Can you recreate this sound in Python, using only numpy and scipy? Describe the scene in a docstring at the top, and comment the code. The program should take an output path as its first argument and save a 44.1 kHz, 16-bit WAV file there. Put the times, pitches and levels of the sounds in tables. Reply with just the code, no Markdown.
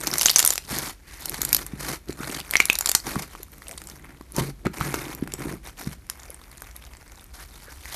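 """Two hands work bead-filled slime on a table, close to a small microphone, over a steady low rumble.
First a hard squeeze bursts air pockets in sharp pops, the loudest of them clipped; letting go crackles densely.
The fist presses, the knuckles peel off, and a second hard squeeze pops again. Fingertips sink in and rip free,
the slab peels off the table with soft thuds, then comes a long quiet stretch and a fold. Pops are noise bursts
and dying sines, crackle is random clicks ringing tiny cavities, and a small room adds a short tail."""
import sys
import numpy as np
from scipy import signal
from scipy.fft import rfft, irfft
from scipy.io import wavfile
from scipy.ndimage import uniform_filter1d

SR = 44100
rng = np.random.default_rng(int(sys.argv[2]) if len(sys.argv) > 2 else 0)


def unload_audio(sound):
    """Save the sound as a 16-bit wav file, at the path given as the first command line argument."""
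    columns = np.transpose(np.atleast_2d(sound))
    # keep every value between -1 and 1, then stretch to whole-number steps
    steps = np.round(np.clip(columns, -1, 1) * 32767)
    wavfile.write(sys.argv[1], SR, steps.astype(np.int16))


N = 350595   # length in samples


def from_db(db):
    """Turn decibels into a gain."""
    return 10 ** (np.asarray(db) / 20)


def rms_one(x):
    """Scale a sound to an rms (average strength) of 1."""
    return x / np.sqrt(np.mean(x ** 2) + 1e-20)


def at_hz(points, hz):
    """Read a value between listed points, with frequency on a log scale."""
    point_hz, value = np.transpose(points)
    return np.interp(np.log(np.maximum(hz, 1)), np.log(point_hz), value)


def add(track, s, sound):
    """Mix a sound into a track at time s."""
    start = int(np.clip(round(s * SR), 0, N - 1))
    track[start:start + len(sound)] += sound[:N - start]


def coloured(x, colour, size=16384):
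    """Give a sound the listed spectrum, with a minimum-phase filter of unit power gain."""
    gain = from_db(at_hz(colour, np.fft.rfftfreq(size, 1 / SR)))
    # folding the cepstrum makes the filter answer as early as it can
    cepstrum = irfft(np.log(gain))
    cepstrum[1:size // 2] *= 2
    cepstrum[size // 2 + 1:] = 0
    response = irfft(np.exp(rfft(cepstrum)))
    return signal.fftconvolve(x, response / np.linalg.norm(response))[:N]


def resonant(x, hz, q):
    """Bring out one frequency, as a hollow does: gain 1 at the peak, narrower with higher q."""
    peak = signal.iirpeak(min(hz, .45 * SR), max(q, .8), fs=SR)
    return signal.lfilter(*peak, x)


def ring(clicks, hz, t60):
    """Each click starts a sine that dies by 60 dB in t60 seconds; a unit click gives unit energy."""
    decay = from_db(-60 / (t60 * SR))
    turn = 2 * np.pi * min(hz, SR / 2 - 1) / SR
    start = [0, np.sin(turn) * np.sqrt(2 * (1 - decay * decay))]
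    return signal.lfilter(start, [1, -2 * decay * np.cos(turn), decay * decay], clicks + 1e-18)


def cavities(clicks, low_hz, high_hz, cycles, count=20):
    """Each click rings one of many tiny cavities, which dies by 60 dB within the given cycles."""
    dealt = rng.integers(0, count, N)
    total = 0
    # even steps in Hz make small, high cavities the more common
    for k, hz in enumerate(np.linspace(low_hz, high_hz, count)):
        total = total + ring(clicks * (dealt == k), hz, cycles / hz)
    return total


def ruptures(per_s, spread_db):
    """Clicks at random moments, many small and a few large, bunched by stick and slip."""
    chance = rng.random(N)
    size = np.minimum(rng.exponential(1, N), 4)
    sign = rng.choice([-1, 1], N)
    slow = signal.butter(2, 45, fs=SR, output="sos")
    slip = rms_one(signal.sosfilt(slow, rng.standard_normal(N)))
    breaks = chance < per_s * from_db(4.5 * slip) / SR
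    return breaks * sign * from_db(spread_db * size)


def evened(x, window_s):
    """Hold the running rms close to 1, keeping the single grains."""
    size = max(int(window_s * SR), 2)
    power = uniform_filter1d(uniform_filter1d(x * x, size), size)
    return x / np.sqrt(np.maximum(power, 0) + 1e-3 * np.mean(x * x))


# shape of the low rumble's spectrum: pitch_hz, relative level_db
RUMBLE_SHAPE = [(10, -40.5), (20, -23), (29, -9), (36, -12.5), (46, 1), (52, -11), (61, -0.5), (75, -10),
                (130, -21), (300, -26), (450, -32), (1200, -40), (14000, -46)]
RUMBLE_DB = -47.5   # rms


def rumble():
    """Steady random noise, shaped so that nearly all of it lies in the bass."""
    return from_db(RUMBLE_DB) * rms_one(coloured(rng.standard_normal(N), RUMBLE_SHAPE))


# how the room fades and how strong its tail is: pitch_hz, time to die by 60 dB t60_s, relative tail level_db
ROOM_TAIL = [(150, 0.47, -10), (500, 0.0647, -20.5), (1953, 0.22, -14.5), (6120, 0.14, -13),
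             (13000, 0.22, -17.5)]


def room(x, size=16384, count=9):
    """The walls add a short diffuse tail: noise that dies at its own rate in each band."""
    t, edges = np.arange(size) / SR, np.geomspace(60, 18000, count + 1)
    point_hz, t60s, levels = np.transpose(ROOM_TAIL)
    response = 0
    for low, high in zip(edges, edges[1:]):
        hz = np.sqrt(low * high)
        fading = from_db(-60 * t / at_hz(np.c_[point_hz, t60s], hz))
        tail = rng.standard_normal(size) * (t > .004) * fading
        band = signal.butter(2, [low, high], "band", fs=SR, output="sos")
        level = from_db(at_hz(np.c_[point_hz, levels], hz))
        response = response + level * signal.sosfilt(band, tail / np.linalg.norm(tail))
    return signal.fftconvolve(x, response)[:N]


# skin sliding over slime and table: middle_s, length_s, level_db (rms before the fade in and out), pitch_hz
SKIN_SLIDES = [(1.143, .28, -50, 1960), (2.213, 0.082, -41, 1360), (3.71, 0.14, -48.5, 590),
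               (4.394, 0.11, -33.5, 1010), (5.061, 0.34, -52, 1040), (7.408, 0.099, -48, 1700),
               (7.685, 0.14, -49, 1560), (7.903, 0.17, -46.5, 1870)]


def slides():
    """Sliding skin gives a soft swish of noise, tuned by the hollow of the hand."""
    out = np.zeros(N)
    for middle_s, length_s, db, hz in SKIN_SLIDES:
        size = max(int(length_s * SR), 16)
        friction = rng.standard_normal(N)[:size]
        hollow = resonant(resonant(friction, hz, q=2.4), hz, q=2.4)
        add(out, middle_s - length_s / 2, from_db(db) * np.hanning(size) * rms_one(hollow))
    return out


def table(x):
    """The table top hums briefly in its lowest mode under whatever presses on it."""
    mode = resonant(x, hz=139, q=7)
    return 0.83 * x + from_db(-6.5) * mode


# shape of the bumping's spectrum: pitch_hz, relative level_db
KNEAD_SHAPE = [(25, -33), (50, 5), (90, -11.5), (140, 1.5), (210, -5), (320, 1), (450, -8.5), (800, -22),
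               (3000, -50)]


def kneading(bumping):
    """Soft little bumps of the mass and the knuckles against the table, as muffled random clicks."""
    bumps = coloured(ruptures(per_s=350, spread_db=3.5), KNEAD_SHAPE)
    return bumping * from_db(-1.0) * evened(bumps, window_s=0.088)


# slime and fingers landing on the table: start_s, level_db (swell peak before the table answers), pitch_hz
LANDINGS = [(.728, -20, 212), (1.735, -20, 200), (2.095, -17, 340), (2.205, -21.5, 256.6),
            (2.296, -23, 298), (3.164, -13.5, 188), (3.401, -35, 393), (4.209, -29.5, 291),
            (4.388, -25.5, 172), (4.409, -17, 129), (4.66, -14, 167), (4.667, -13.5, 325),
            (4.812, -15, 153.7), (4.942, -19.5, 340), (5.225, -12, 252), (5.338, -23, 382),
            (5.872, -16, 181), (6.297, -35, 513), (7.682, -37.5, 500)]


def thuds(size=4096):
    """A soft landing is a low sine that swells over about a cycle and is damped at once by the slime."""
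    t, out = np.arange(size) / SR, np.zeros(N)
    for s, db, hz in LANDINGS:
        age = t / (0.0023 + 0.07 / hz)
        swell = age ** 2 * np.exp(2 * (1 - age))
        add(out, s - .001, from_db(db) * swell * np.sin(2 * np.pi * hz * t))
    return out


# Movements of the hands, in order: close; first hard squeeze; the pressure eases; let go; turn over;
# the fist presses down; eases; the knuckles peel off; a touch; gather the lump; second hard squeeze; let go;
# lift the edges; fingertips sink in; push deeper; start to lift; rip free; grab; reach under;
# peel the slab off the table; a new grip; a tug; the far edge comes off; fingers shift; take both ends;
# the long stretch; the grip loosens; fold over; press the ends together.
# Slow pressure tears sparsely, fingers pulling free tear densely. Levels are relative, before later trims:
# start_s, length_s, squelch_db, crackle_db, bumping_db, swell_db from start to end, nominal ruptures_per_s
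HAND_MOVES = [(-.02, 0.18, -36.5, -35.5, -36.5, 8.5, 450), (0.161, .37, -39, -30.5, -50, -2, 320),
              (.55, .14, -54, -48, -54, -2.5, 420), (0.697, 0.2, -33.5, -31.5, -36.5, -10.5, 3600),
              (1.063, .2, -50, -46, -54, 9.5, 1300), (1.264, 0.36, -40, -38, -39.5, 1, 580),
              (1.659, 0.29, -51, -54, -48.5, -2, 1800), (1.783, 0.15, -35.5, -34, -36.5, 8, 4000),
              (2.074, 0.079, -44, -45, -39.5, -19.5, 330), (2.17, .22, -39.5, -39, -39, 5.5, 1000),
              (2.47, 0.56, -42, -41.5, -55, -7, 270), (3.048, 0.18, -36, -35.5, -36.5, -7, 4000),
              (3.22, 0.21, -51.5, -50, -54, -7, 1900), (3.503, 0.46, -53.5, -51, -52, 6, 99),
              (3.967, .18, -54.5, -63, -49.5, 1.5, 275), (4.329, 0.058, -63, -45, -54, 8, 1200),
              (4.362, 0.13, -36.5, -35.5, -26.5, -15.5, 4600),
              (4.641, 0.027, -34.5, -56.5, -21.5, -8, 3500), (4.72, 0.068, -43.5, -45, -50, -5.5, 2500),
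              (4.782, .35, -37.5, -39, -34.5, -8, 1800), (5.14, 0.16, -49.5, -53.5, -39.5, -5, 510),
              (5.313, 0.048, -41, -44, -40, -8, 600), (5.372, 0.16, -40, -42.5, -31, 3, 1100),
              (5.63, 0.062, -43, -43.5, -51, -5.5, 1500), (5.77, 0.16, -44.5, -43, -45.5, -7, 1500),
              (6.118, 1.13, -53.5, -55, -61, -3.5, 220), (7.318, .11, -49.5, -47, -58, 6.5, 2000),
              (7.478, 0.28, -52.5, -49.5, -58.5, 3.5, 1230), (7.77, 0.19, -49.5, -44.5, -61, 20, 2000)]
# the slime's quiet settling, always underneath: squelch_db, crackle_db, bumping_db; and its ruptures per s
REST_DB, REST_PER_S = (-62, -63, -62.5), 600
ATTACK_S, ATTACK_PER_LENGTH = 0.0036, 0.046   # a long movement takes hold more slowly
GRIP_S = .022   # from the first touch to the full grip
RELEASE_S, RELEASE_PER_LENGTH = .014, 0.024   # and the slime relaxes longer after it


def handwork():
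    """Movements take hold, swell or fade, and relax: gives squelch, crackle, bumping gains and ruptures per s."""
    t = np.arange(N) / SR
    power = from_db(REST_DB)[:, None] ** 2 * np.ones(N)
    tearing = REST_PER_S * power[1]
    for s, length_s, squelch_db, crackle_db, bump_db, swell_db, per_s in HAND_MOVES:
        span = slice(*np.searchsorted(t, [s - .5, s + length_s + .5]))
        age = t[span] - s
        attack_s = ATTACK_S + ATTACK_PER_LENGTH * length_s
        attack = 1 / (1 + (np.maximum(GRIP_S - age, 0) / attack_s) ** 2)
        held = from_db(swell_db * (np.clip(age / length_s, 0, 1) - .5))
        release_s = RELEASE_S + RELEASE_PER_LENGTH * length_s
        release = np.exp(-np.maximum(age - length_s, 0) / release_s)
        levels = from_db([squelch_db, crackle_db, bump_db])[:, None]
        move = (levels * attack * held * release) ** 2
        power[:, span] += move
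        tearing[span] += per_s * move[1]
    # where movements overlap, the one that crackles more has more say in the rate
    return *np.sqrt(power), tearing / power[1]


JUDDER_DB, JUDDER_HZ = 2.2, 29.7   # rms depth, and where faster wandering fades out


def judder():
    """The slime sticks and slips under the fingers: a slow random gain around 1."""
    slow = signal.butter(2, JUDDER_HZ, fs=SR, output="sos")
    wander = signal.sosfilt(slow, rng.standard_normal(N))
    return from_db(JUDDER_DB * rms_one(wander))


# shapes of the wet squelch and of the fine crackle, each: pitch_hz, relative level_db
SQUELCH_SHAPE = [(200, -13), (400, -3), (620, -0.5), (850, 2.5), (1200, 3), (1600, 3.5), (2200, 6.5),
                 (2900, 0), (4500, -4), (14000, -41)]
CRACKLE_SHAPE = [(500, -38.5), (2000, 2), (3200, -1), (4400, 2.5), (5000, 0), (6000, 0.5), (7500, -3.5),
                 (9500, -1), (11500, -0.5), (14000, -1.5)]


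def peeling(squelch, crackle, per_s):
    """Sticky threads and tiny bubbles break; each gives a tick and a wet blip."""
    clicks = ruptures(per_s, spread_db=3.0)
    rustle = from_db(-15.5) * rng.standard_normal(N)   # countless threads too fine to hear one by one
    blips = cavities(clicks, low_hz=480, high_hz=2800, cycles=10)
    ticks = cavities(clicks, low_hz=3100, high_hz=13500, cycles=24)
    wet = coloured(blips + 2.73 * clicks + 1.7 * rustle, SQUELCH_SHAPE)
    fine = coloured(ticks + clicks + rustle, CRACKLE_SHAPE)
    wet_part = squelch * evened(wet, window_s=0.076)
    fine_part = crackle * from_db(-0.27) * evened(fine, window_s=0.084)
    return wet_part + fine_part


SMALL_POPS_PER_S, SMALL_POP_HZ = 14, (800, 13900)   # average rate and range of pitch
SMALL_POP_DB, SMALL_POP_SPREAD_DB = 2.5, 2.5   # over the crackle at the resting rate of tearing; spread
SMALL_POP_SHARE = 0.44   # part of the energy that rings


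def small_pops(crackle, per_s, count=400):
    """Lesser pockets burst at random, as strong as the work on the slime; slow tearing lets them grow larger."""
    when, pitch, chance = rng.random((count, 3)).T
    at = (when * N).astype(int)
    work = crackle[at] * np.sqrt(REST_PER_S / per_s[at])
    db = 20 * np.log10(work) + SMALL_POP_DB + SMALL_POP_SPREAD_DB * rng.standard_normal(count)
    low_hz, high_hz = SMALL_POP_HZ
    hz = low_hz * (high_hz / low_hz) ** np.sqrt(pitch)
    bursts = chance < SMALL_POPS_PER_S * N / SR / count
    return np.c_[at / SR, db, hz, np.full(count, SMALL_POP_SHARE)][bursts]


POP_T60_MS, POP_HZ, POP_DB = 9.9, 6000, -24.5   # dying time, pitch and level of a middling pocket
RING_PITCH_POWER, RING_LEVEL_POWER = .15, .15   # deeper and louder pockets last longer


def ring_time_ms(db, hz):
    """How long an opened pocket takes to die by 60 dB, from its strength and pitch."""
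    return POP_T60_MS * (POP_HZ / hz) ** RING_PITCH_POWER * from_db(db - POP_DB) ** RING_LEVEL_POWER


# the larger air pockets bursting: start_s, level_db (over the first 3 ms, before the trims of ring and snap),
# pitch_hz of the cavity, ringing share of the energy (0 to 1, held to .9 at most)
LARGE_POPS = [(0.071, -19.5, 5950, 0.1), (0.0753, -21, 2340, 0.07), (0.1378, -19.5, 5430, 0),
              (0.1824, -16, 11700, 0.02), (.1953, -24, 6170, 1), (0.2118, -16.5, 5800, 0.16),
              (.219, -17.5, 10400, 0.4), (0.2318, -21, 7000, 0), (0.2584, -10, 6430, 0.47),
              (.2661, -17.5, 7200, 0.65), (.2844, -21, 3020, 0.7), (0.2959, -14.5, 5040, 0.01),
              (0.3008, -16.5, 4570, 0.5), (0.313, -21.5, 11640, 0.5), (.36, -4.5, 6210, 0.5),
              (0.3846, -15, 11200, 0.12), (.392, -8.5, 6980, 0.2), (.4008, -14, 9600, 0),
              (0.4037, -27.5, 1900, 0.4), (0.427, -18.5, 4330, 0.01), (0.4426, -29, 1370, 0.6),
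              (.4496, -12.5, 11240, 0.27), (0.4616, -13.5, 13090, 0.3), (0.4754, -12.5, 9230, 0.3),
              (0.505, -15.5, 7120, .2), (0.5354, -24, 11200, 0.2), (.556, -24.5, 6900, .1),
              (0.5789, -21, 4340, 0), (0.7864, -24.5, 11600, 0.4), (1.257, -22, 11800, 0.03),
              (1.2955, -24.5, 11200, 0.22), (1.343, -27, 2260, 0.03), (1.4173, -17, 12700, 0.1),
              (1.45, -18, 11600, 0.08), (1.4909, -26, 11700, .2), (1.529, -11.5, 13000, 0.2),
              (1.547, -11, 11900, 0.3), (1.5659, -17.5, 12000, 0), (1.6649, -29, 11630, 0.13),
              (2.0862, -39.5, 4500, .4), (2.1068, -39.5, 4330, 0.38), (2.2327, -35.5, 1420, 0.94),
              (2.3479, -29, 3970, 0.12), (2.4018, -30, 3360, 0.17), (2.51, -22.5, 11800, 0.25),
              (2.537, -22.5, 2110, 0.54), (2.5552, -12.5, 2210, 1), (2.5682, -19, 5870, 0.77),
              (2.569, -34, 2180, .4), (2.602, -9.5, 2280, 0.67), (2.6549, -20.5, 10600, 0.17),
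              (2.6994, -12.5, 2580, 0.65), (2.73, -23, 13200, 0.05), (2.7542, -22, 5730, 0.07),
              (2.7875, -18, 12900, 0.1), (2.8094, -21, 7200, 0.2), (2.859, -14.5, 7670, 0.09),
              (2.8725, -23.5, 4300, .1), (2.8898, -18, 7670, 0), (2.8936, -16, 8300, 0.1),
              (2.9157, -16, 8700, 0), (2.95, -7, 6140, 0.07), (3.0681, -28.5, 800, 0.34),
              (3.1578, -28.5, 1170, 1), (3.2226, -31, 11950, .2), (3.3513, -38, 1160, 0.87),
              (3.431, -34, 11800, 0.5), (3.683, -35.5, 9700, .3), (3.7776, -37, 9300, 0.54),
              (3.8175, -36.5, 1440, 0.12), (3.8868, -44, 6420, .1), (3.899, -37.5, 5830, 0),
              (4.2109, -42.5, 1096, 0.7), (4.3213, -41, 10400, .9), (4.3642, -25, 9600, 0.06),
              (4.6523, -32, 710, 1), (4.657, -34, 1980, 0.83), (4.6677, -27.5, 1310, 1),
              (4.8104, -22.5, 1280, 1), (4.942, -22, 1250, 0.3), (5.1493, -35, 12400, 0.2),
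              (5.2752, -36.5, 1620, 0.23), (5.3207, -35.5, 2950, 0.17), (5.3377, -27, 7840, 0.32),
              (6.0989, -24, 11100, 0.07), (6.255, -46.5, 1500, 0), (6.304, -38, 11050, 1),
              (6.3446, -42, 9200, 1), (6.62, -33, 11900, 0.14), (6.6207, -41, 1480, 1),
              (6.7637, -35.5, 11330, 0.2), (7.856, -36, 1950, 0.55)]
# shape of the snap's spectrum: pitch_hz, relative level_db
SNAP_SHAPE = [(100, -9.5), (400, 1), (1200, 0), (3000, -4.5), (4400, -1), (6300, -2.5), (8500, -4),
              (11500, -4.5), (14000, -3.5)]


def pops(pockets, size=2048):
    """The film over an air pocket tears with a snap and the opened cavity rings for a few milliseconds."""
    t, rings, snaps = np.arange(size) / SR, np.zeros(N), np.zeros(N)
    first, fading = t < .003, np.exp(-t / .003)
    chance = rng.standard_normal((len(pockets), 2, size))
    neighbours_hz = rng.uniform(4200, 12500, len(pockets))
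    for (s, db, hz, share), (tear, scatter), neighbour_hz in zip(pockets, chance, neighbours_hz):
        share = np.clip(share, 0, .9)
        dying = from_db(-60 * t * 1000 / ring_time_ms(db, hz))
        # the hands scatter each pop along paths of its own
        paths = (t == 0) + from_db(-12) * scatter * fading / np.linalg.norm(fading)
        # the power makes the ring die faster than the tear
        tone = signal.fftconvolve(np.sin(2 * np.pi * hz * t) * dying ** 1.44, paths)[:size]
        snap = tear * (dying + .5 * np.exp(-t / 0.00022) + 0.12 * fading)   # the first tear is the sharpest
        snap = snap * (1 - np.exp(-t / .00008))   # the hole takes an instant to open
        # the tear is heard through its cavity and through a gap between the beads beside it
        snap = snap + 1.7 * resonant(snap, hz, q=1.5) + 1.1 * resonant(snap, neighbour_hz, q=5)
        # a small pocket radiates little bass
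        snap = signal.lfilter(*signal.butter(1, hz / 12, "high", fs=SR), snap)
        add(rings, s, from_db(db) * np.sqrt(share) * tone / np.std(tone[first]))
        add(snaps, s, from_db(db) * np.sqrt(1 - share) * snap / np.std(snap[first]))
    return from_db(5.5) * rings + from_db(2.0) * coloured(snaps, SNAP_SHAPE)


def scene():
    """The slime in its room, over a steady low rumble."""
    squelch, crackle, bumping, per_s = handwork()
    on_table = table(kneading(bumping) + thuds())
    sticky = judder() * peeling(squelch, crackle, per_s)
    pockets = np.vstack([LARGE_POPS, small_pops(crackle, per_s)])
    slime = pops(pockets) + sticky + slides() + on_table
    return (slime + room(slime) + rumble())[None]


CUTOFF_HZ = 13900   # nearly nothing passes above this


def record(dry):
    """The microphone overloads: peaks beyond .9 are cut flat, then the highest treble is removed."""
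    top = signal.ellip(10, .2, 70, CUTOFF_HZ, fs=SR, output="sos")
    return signal.sosfilt(top, np.clip(dry, -.9, .9))


dry = scene()
out = record(dry)
unload_audio(out)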